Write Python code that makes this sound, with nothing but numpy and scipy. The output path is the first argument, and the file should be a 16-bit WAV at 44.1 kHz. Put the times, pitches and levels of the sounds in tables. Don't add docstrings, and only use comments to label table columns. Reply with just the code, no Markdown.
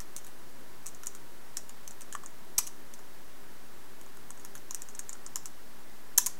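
import sys
import numpy as np
from scipy import signal
from scipy.fft import rfft, irfft
from scipy.io import wavfile

SR = 44100
rng = np.random.default_rng(int(sys.argv[2]) if len(sys.argv) > 2 else 0)


def dump_mix(stems):
    frames = np.atleast_2d(stems).T
    limited = np.clip(frames, -1, 1)
    pcm = np.round(limited * 32767).astype(np.int16)
    wavfile.write(sys.argv[1], SR, pcm)


N = 281799

# (frequency [Hz], relative level [dB])
AIR_TONE = [(20, -4.5), (60, 3), (110, -5), (290, 4.5), (430, 1), (600, -0.5), (1000, -1), (1850, -3),
            (2400, -8.5), (5500, -10.5), (9500, -12.5), (13000, -12.5), (16000, -12.5)]
# (pitch [Hz], width [Hz], level [dB])
FAN_HUMS = [(142.4, 10.6, -69.5), (227.5, 16.5, -67), (354.4, 2.9, -71), (397.5, 9.4, -69),
            (567.5, 4.4, -76), (948.5, 11, -72)]
# (frequency [Hz], relative level [dB])
ROOM_TONE = [(300, -7), (1200, 7.5), (3000, 3), (5300, 3), (6300, 2), (8500, -9.5), (12000, 1), (16000, 2)]
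# (frequency [Hz], time to fade by 60 dB [s])
ROOM_FADE = [(500, 0.13), (2000, 0.21), (6000, 0.3), (10000, 0.27), (16000, 0.12)]
# (pitch [Hz], relative level [dB], time to fade by 60 dB [s])
CASE_NOTES = [(890, -11, .02), (1000, 2.5, 0.047), (1167, 3.5, 0.04), (1350, 6, 0.023), (1735, 5, 0.023),
              (2150, -6, 0.02), (3120, 3, 0.01)]
# (frequency [Hz], relative level [dB])
CAP_TONE = [(3500, -35), (4900, -13.5), (5500, -2.5), (6200, 1.5), (7200, 0.5), (8400, -1), (9500, -4),
            (11000, -33), (16000, -33)]
# (frequency [Hz], relative level [dB])
SNAP_TONE = [(300, -22), (900, -19.5), (2400, -9), (3200, -10), (4400, -4.5), (5000, -15), (8500, -15),
             (9900, 3), (11200, 3.5), (12200, 4.5), (13300, 0.5), (15800, -4.5)]
# (press time [s], travel time [s], force at the top [dB],
# force at the bottom [dB], case pitch [Hz], release time [s], release force [dB])
BIG_CLACKS = [(2.5824, .0072, -2, -4.5, 1140, 2.6685, -13), (6.1783, .0048, -0.5, 2.5, 1710, 6.2618, -0.5)]
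# (share of travel time [ratio], base ring [dB], base snap [dB], base knock [dB])
BIG_PRESS = [(-.3, -21.5, -38, -58), (0, -17.5, -21.5, -46), (.65, -18.5, -16.5, -46), (1, -26, -21.5, -29)]
# (share of return time [ratio], base ring [dB], base snap [dB], base knock [dB])
BIG_RELEASE = [(0, -25, -28.5, -55), (.5, -22.5, -23.5, -42), (1, -32, -37, -39.5)]
# (time [s], cap pitch [Hz], base ring [dB], snap [dB],
# case pitch [Hz], knock [dB], bounce fade time [s])
SMALL_STROKES = [(.003, 5440, -38, -43, 1860, -47, 0.035), (0.1642, 8800, -33, -38, 1300, -50, .045),
                 (.2464, 6700, -46, -47, 990, -60, .01), (.267, 8160, -45.5, -44.5, 1730, -54, 0.047),
                 (.8602, 6760, -41, -46, 1330, -51, .005), (.866, 7860, -33, -40.5, 900, -56, .065),
                 (0.948, 6700, -44.5, -56, 1100, -60, 0.018),
                 (1.0345, 6290, -41.5, -44, 1380, -44.5, 0.017), (1.0605, 6890, -44, -42, 970, -57, .005),
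                 (1.0697, 6840, -28, -37.5, 1860, -46, 0.0075),
                 (1.15, 8600, -41.5, -47, 1410, -48.5, 0.034),
                 (1.57, 5740, -27.5, -34.5, 1720, -44.5, 0.02),
                 (1.694, 6840, -41.5, -44.5, 2960, -52, .005),
                 (1.8772, 6000, -36.5, -41.5, 1300, -53, 0.017), (1.9088, 7400, -41.5, -49, 900, -55, .025),
                 (2.0087, 8950, -43.5, -45, 880, -51, 0.022), (2.018, 8600, -40.5, -49, 1490, -54, 0.02),
                 (2.1261, 7060, -35.5, -42, 1700, -43, 0.038), (2.1508, 7800, -37, -45, 1175, -29, .008),
                 (2.236, 7960, -47, -52, 1140, -42, 0.024), (2.261, 6200, -37, -62, 970, -52, .005),
                 (2.9382, 5950, -41, -46, 860, -56, 0.018), (2.991, 6800, -50.5, -62, 880, -51, .01),
                 (4.0132, 6640, -47.5, -50, 990, -51, .005), (4.0626, 6800, -54, -62, 860, -49, .005),
                 (4.1713, 6550, -50, -51, 1420, -47, .005),
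                 (4.3051, 8000, -37.5, -46.5, 1160, -45.5, 0.0044),
                 (4.3748, 7840, -49, -62, 1530, -52, .005), (4.397, 6900, -49, -55, 1200, -60, .08),
                 (4.449, 6830, -40, -41, 1320, -46, 0.019), (4.553, 6600, -42, -41.5, 1510, -44.5, 0.04),
                 (4.578, 6160, -46.5, -54, 1360, -58, .005), (4.709, 6570, -31.5, -40.5, 1090, -45, 0.0046),
                 (4.7466, 7700, -29, -35.5, 1790, -46, 0.0074), (4.82, 6950, -34.5, -41.5, 1830, -48, .005),
                 (4.887, 6540, -41.5, -49, 1050, -54, 0.045), (4.9495, 6530, -39, -57, 1160, -52, .005),
                 (4.9927, 7240, -30.5, -39, 1590, -45.5, 0.013),
                 (5.0935, 6960, -32.5, -43, 1800, -48, 0.012), (5.13, 6830, -35, -54, 1080, -50, .005),
                 (5.153, 6500, -59, -58, 1400, -46.5, .005), (5.2638, 6940, -35, -61, 1310, -47, .005),
                 (5.3583, 6900, -26.5, -33, 2970, -39, 0.015), (5.3662, 7190, -41, -43, 1220, -45.5, 0.014),
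                 (5.4571, 7200, -34, -40.5, 1310, -49, 0.027)]

WALL_DELAY_S = .0095
CONTACT_SAMPLES = 2048
CONTACT_TIME = np.arange(CONTACT_SAMPLES) / SR


def from_db(db):
    return 10 ** (np.asarray(db) / 20)


def at_hz(points, hz):
    row_hz, value = np.transpose(points)
    return np.interp(np.log(np.maximum(hz, 1)), np.log(row_hz), value)


def with_energy(x, energy=1):
    return x * np.sqrt(energy / (np.sum(x ** 2) + 1e-20))


def at_level(x, db, window_s=.002):
    return from_db(db) * with_energy(x, window_s * SR)


def tone_filter(points):
    log_gain = np.log(from_db(at_hz(points, np.fft.rfftfreq(CONTACT_SAMPLES, 1 / SR))))
    cepstrum = irfft(log_gain)[:CONTACT_SAMPLES // 2]
    return np.exp(rfft(np.r_[cepstrum[0], 2 * cepstrum[1:]], CONTACT_SAMPLES))


def resonance(x, hz, width_hz):
    decay = np.exp(-np.pi * width_hz / SR)
    feedback = [1, -2 * decay * np.cos(2 * np.pi * hz / SR), decay ** 2]
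    return signal.lfilter(np.array([1, 0, -1]) * (1 - decay ** 2) / 2, feedback, x)


def fan_and_hiss(air_db=-54):
    tone = from_db(at_hz(AIR_TONE, np.fft.rfftfreq(N, 1 / SR)))
    air = irfft(rfft(rng.standard_normal(N)) * tone, N)
    out = from_db(air_db) * with_energy(air, N)
    for hz, width_hz, db in FAN_HUMS:
        hum = resonance(rng.standard_normal(N), hz, width_hz)
        out += from_db(db) * with_energy(hum, N)
    return out


def room(x, level_db=-14.5, build_s=.0015):
    t = np.arange(SR // 2) / SR
    edges_hz = np.geomspace(250, 17000, 13)
    tail = 0
    for low, high in zip(edges_hz, edges_hz[1:]):
        hz = np.sqrt(low * high)
        band_pass = signal.butter(2, [low, high], "band", fs=SR, output="sos")
        band = signal.sosfilt(band_pass, rng.standard_normal(len(t)))
        tail += band * from_db(at_hz(ROOM_TONE, hz) - 60 * t / at_hz(ROOM_FADE, hz))
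    tail *= 1 - np.exp(-np.maximum(t - WALL_DELAY_S, 0) / build_s)
    return from_db(level_db) * signal.fftconvolve(x, with_energy(tail))[:N]


def wall_echo(x, level_db=-14.5, smear_s=.00072):
    age = CONTACT_TIME - WALL_DELAY_S
    scatter = rng.standard_normal(CONTACT_SAMPLES) * (age > 0) * np.exp(-np.abs(age) / smear_s)
    return from_db(level_db) * signal.fftconvolve(x, with_energy(scatter))[:N]


def case_knock(pitch_hz, spot_fade_s, notes_db, spread_db=4.5, rise_s=.0005):
    t = CONTACT_TIME
    spot = from_db(-60 * t / spot_fade_s) * np.sin(2 * np.pi * pitch_hz * t)
    hz, db, fade_s = np.transpose(CASE_NOTES)[:, :, None]
    strength_db = db + notes_db + spread_db * rng.standard_normal(hz.shape)
    waves = np.sin(2 * np.pi * (hz * t + rng.random(hz.shape)))
    notes = from_db(strength_db - 60 * t / fade_s) * waves
    return (spot + notes.sum(axis=0)) * (1 - np.exp(-t / rise_s))


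def thuds(push_db=-40.5, knock_db=-34.5, rise_s=.00053, relax_s=.052):
    out = np.zeros(N)
    for down_s, travel_s, _, bottom_db, *_ in BIG_CLACKS:
        time_s = down_s + .642 * travel_s
        age = np.maximum(np.arange(N) / SR - time_s, 0)
        out += from_db(push_db + bottom_db) * (1 - np.exp(-age / rise_s)) * np.exp(-age / relax_s)
        knock = case_knock(pitch_hz=970, spot_fade_s=.029, notes_db=-17)
        start = round(time_s * SR)
        out[start:start + CONTACT_SAMPLES] += at_level(knock, knock_db + bottom_db)
    return out


def contact_noise(tone, rise_s=.00045, hit_s=.00033, chatter_s=.0037, chatter_db=-20):
    t = CONTACT_TIME
    pressure = np.exp(-t / hit_s) + from_db(chatter_db) * np.exp(-t / chatter_s)
    pressure *= 1 - np.exp(-t / rise_s)
    return irfft(rfft(rng.standard_normal(CONTACT_SAMPLES) * pressure) * tone)


def big_key(down_cap_hz=6100, up_cap_hz=6600, up_case_hz=1210, return_s=.009):
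    contacts = []
    for down_s, travel_s, top_db, bottom_db, case_hz, up_s, up_db in BIG_CLACKS:
        for share, *levels_db in BIG_PRESS:
            db = np.interp(share, [0, 1], [top_db, bottom_db])
            contacts.append((down_s + share * travel_s, down_cap_hz, case_hz, np.add(levels_db, db)))
        for share, *levels_db in BIG_RELEASE:
            contacts.append((up_s + share * return_s, up_cap_hz, up_case_hz, np.add(levels_db, up_db)))
    return contacts


def small_keys(lead_in_s=.0018, lead_in_db=-17, bounce_gap_s=.006, bounce_db=-5.5, fall_db=19):
    contacts = []
    for time_s, cap_hz, ring_db, snap_db, case_hz, knock_db, fade_s in SMALL_STROKES:
        gap_change, pitch_change = rng.uniform(-1, 1, size=(2, 4))
        delays = np.cumsum(bounce_gap_s * (1 + .25 * gap_change))
        bounces = zip(delays, bounce_db - fall_db * delays / fade_s, 1 + .17 * pitch_change)
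        for delay, db, detune in [(-lead_in_s, lead_in_db, 1), (0, 0, 1), *bounces]:
            levels_db = np.add([ring_db, snap_db, knock_db], db)
            contacts.append((max(time_s + delay, 0), cap_hz * detune, case_hz * detune, levels_db))
    return contacts


def keyboard(hard_db=-18.5, soft_body_db=6, soft_dull_db=5):
    ahead, around = np.zeros((2, N + CONTACT_SAMPLES))
    cap, plastic = tone_filter(CAP_TONE), tone_filter(SNAP_TONE)
    for time_s, cap_hz, case_hz, (ring_db, snap_db, knock_db) in big_key() + small_keys():
        hardness = min(from_db(ring_db - hard_db), 1)
        softness = 1 - hardness
        click = contact_noise(cap)
        ring = resonance(click, cap_hz, width_hz=510 + 390 * hardness)
        ring = at_level(ring + from_db(-3.5) * click, ring_db + 3 * hardness)
        tilt = [(3200, soft_body_db * softness), (4600, 0), (9000, 0), (13000, -soft_dull_db * softness)]
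        snap = at_level(contact_noise(plastic * tone_filter(tilt)), snap_db)
        knock = at_level(case_knock(case_hz, spot_fade_s=.014, notes_db=-17.5), knock_db)
        tail_boost = at_level(click, ring_db - 2) * np.sqrt(hardness)
        start = round(time_s * SR)
        span = slice(start, start + CONTACT_SAMPLES)
        ahead[span] += ring + snap + knock
        around[span] += from_db(-8) * ring + tail_boost + snap + from_db(-4) * knock
    return ahead[:N], around[:N]


def scene():
    ahead, around = keyboard()
    return (ahead + wall_echo(ahead) + room(around) + thuds() + fan_and_hiss())[None, :]


def record(dry):
    cutoff_hz, offset = 15900, -.0218
    low_pass = signal.firwin(301, cutoff_hz, fs=SR)
    return signal.fftconvolve(dry, low_pass[None, :], mode="same") + offset


dry = scene()
out = record(dry)
dump_mix(out)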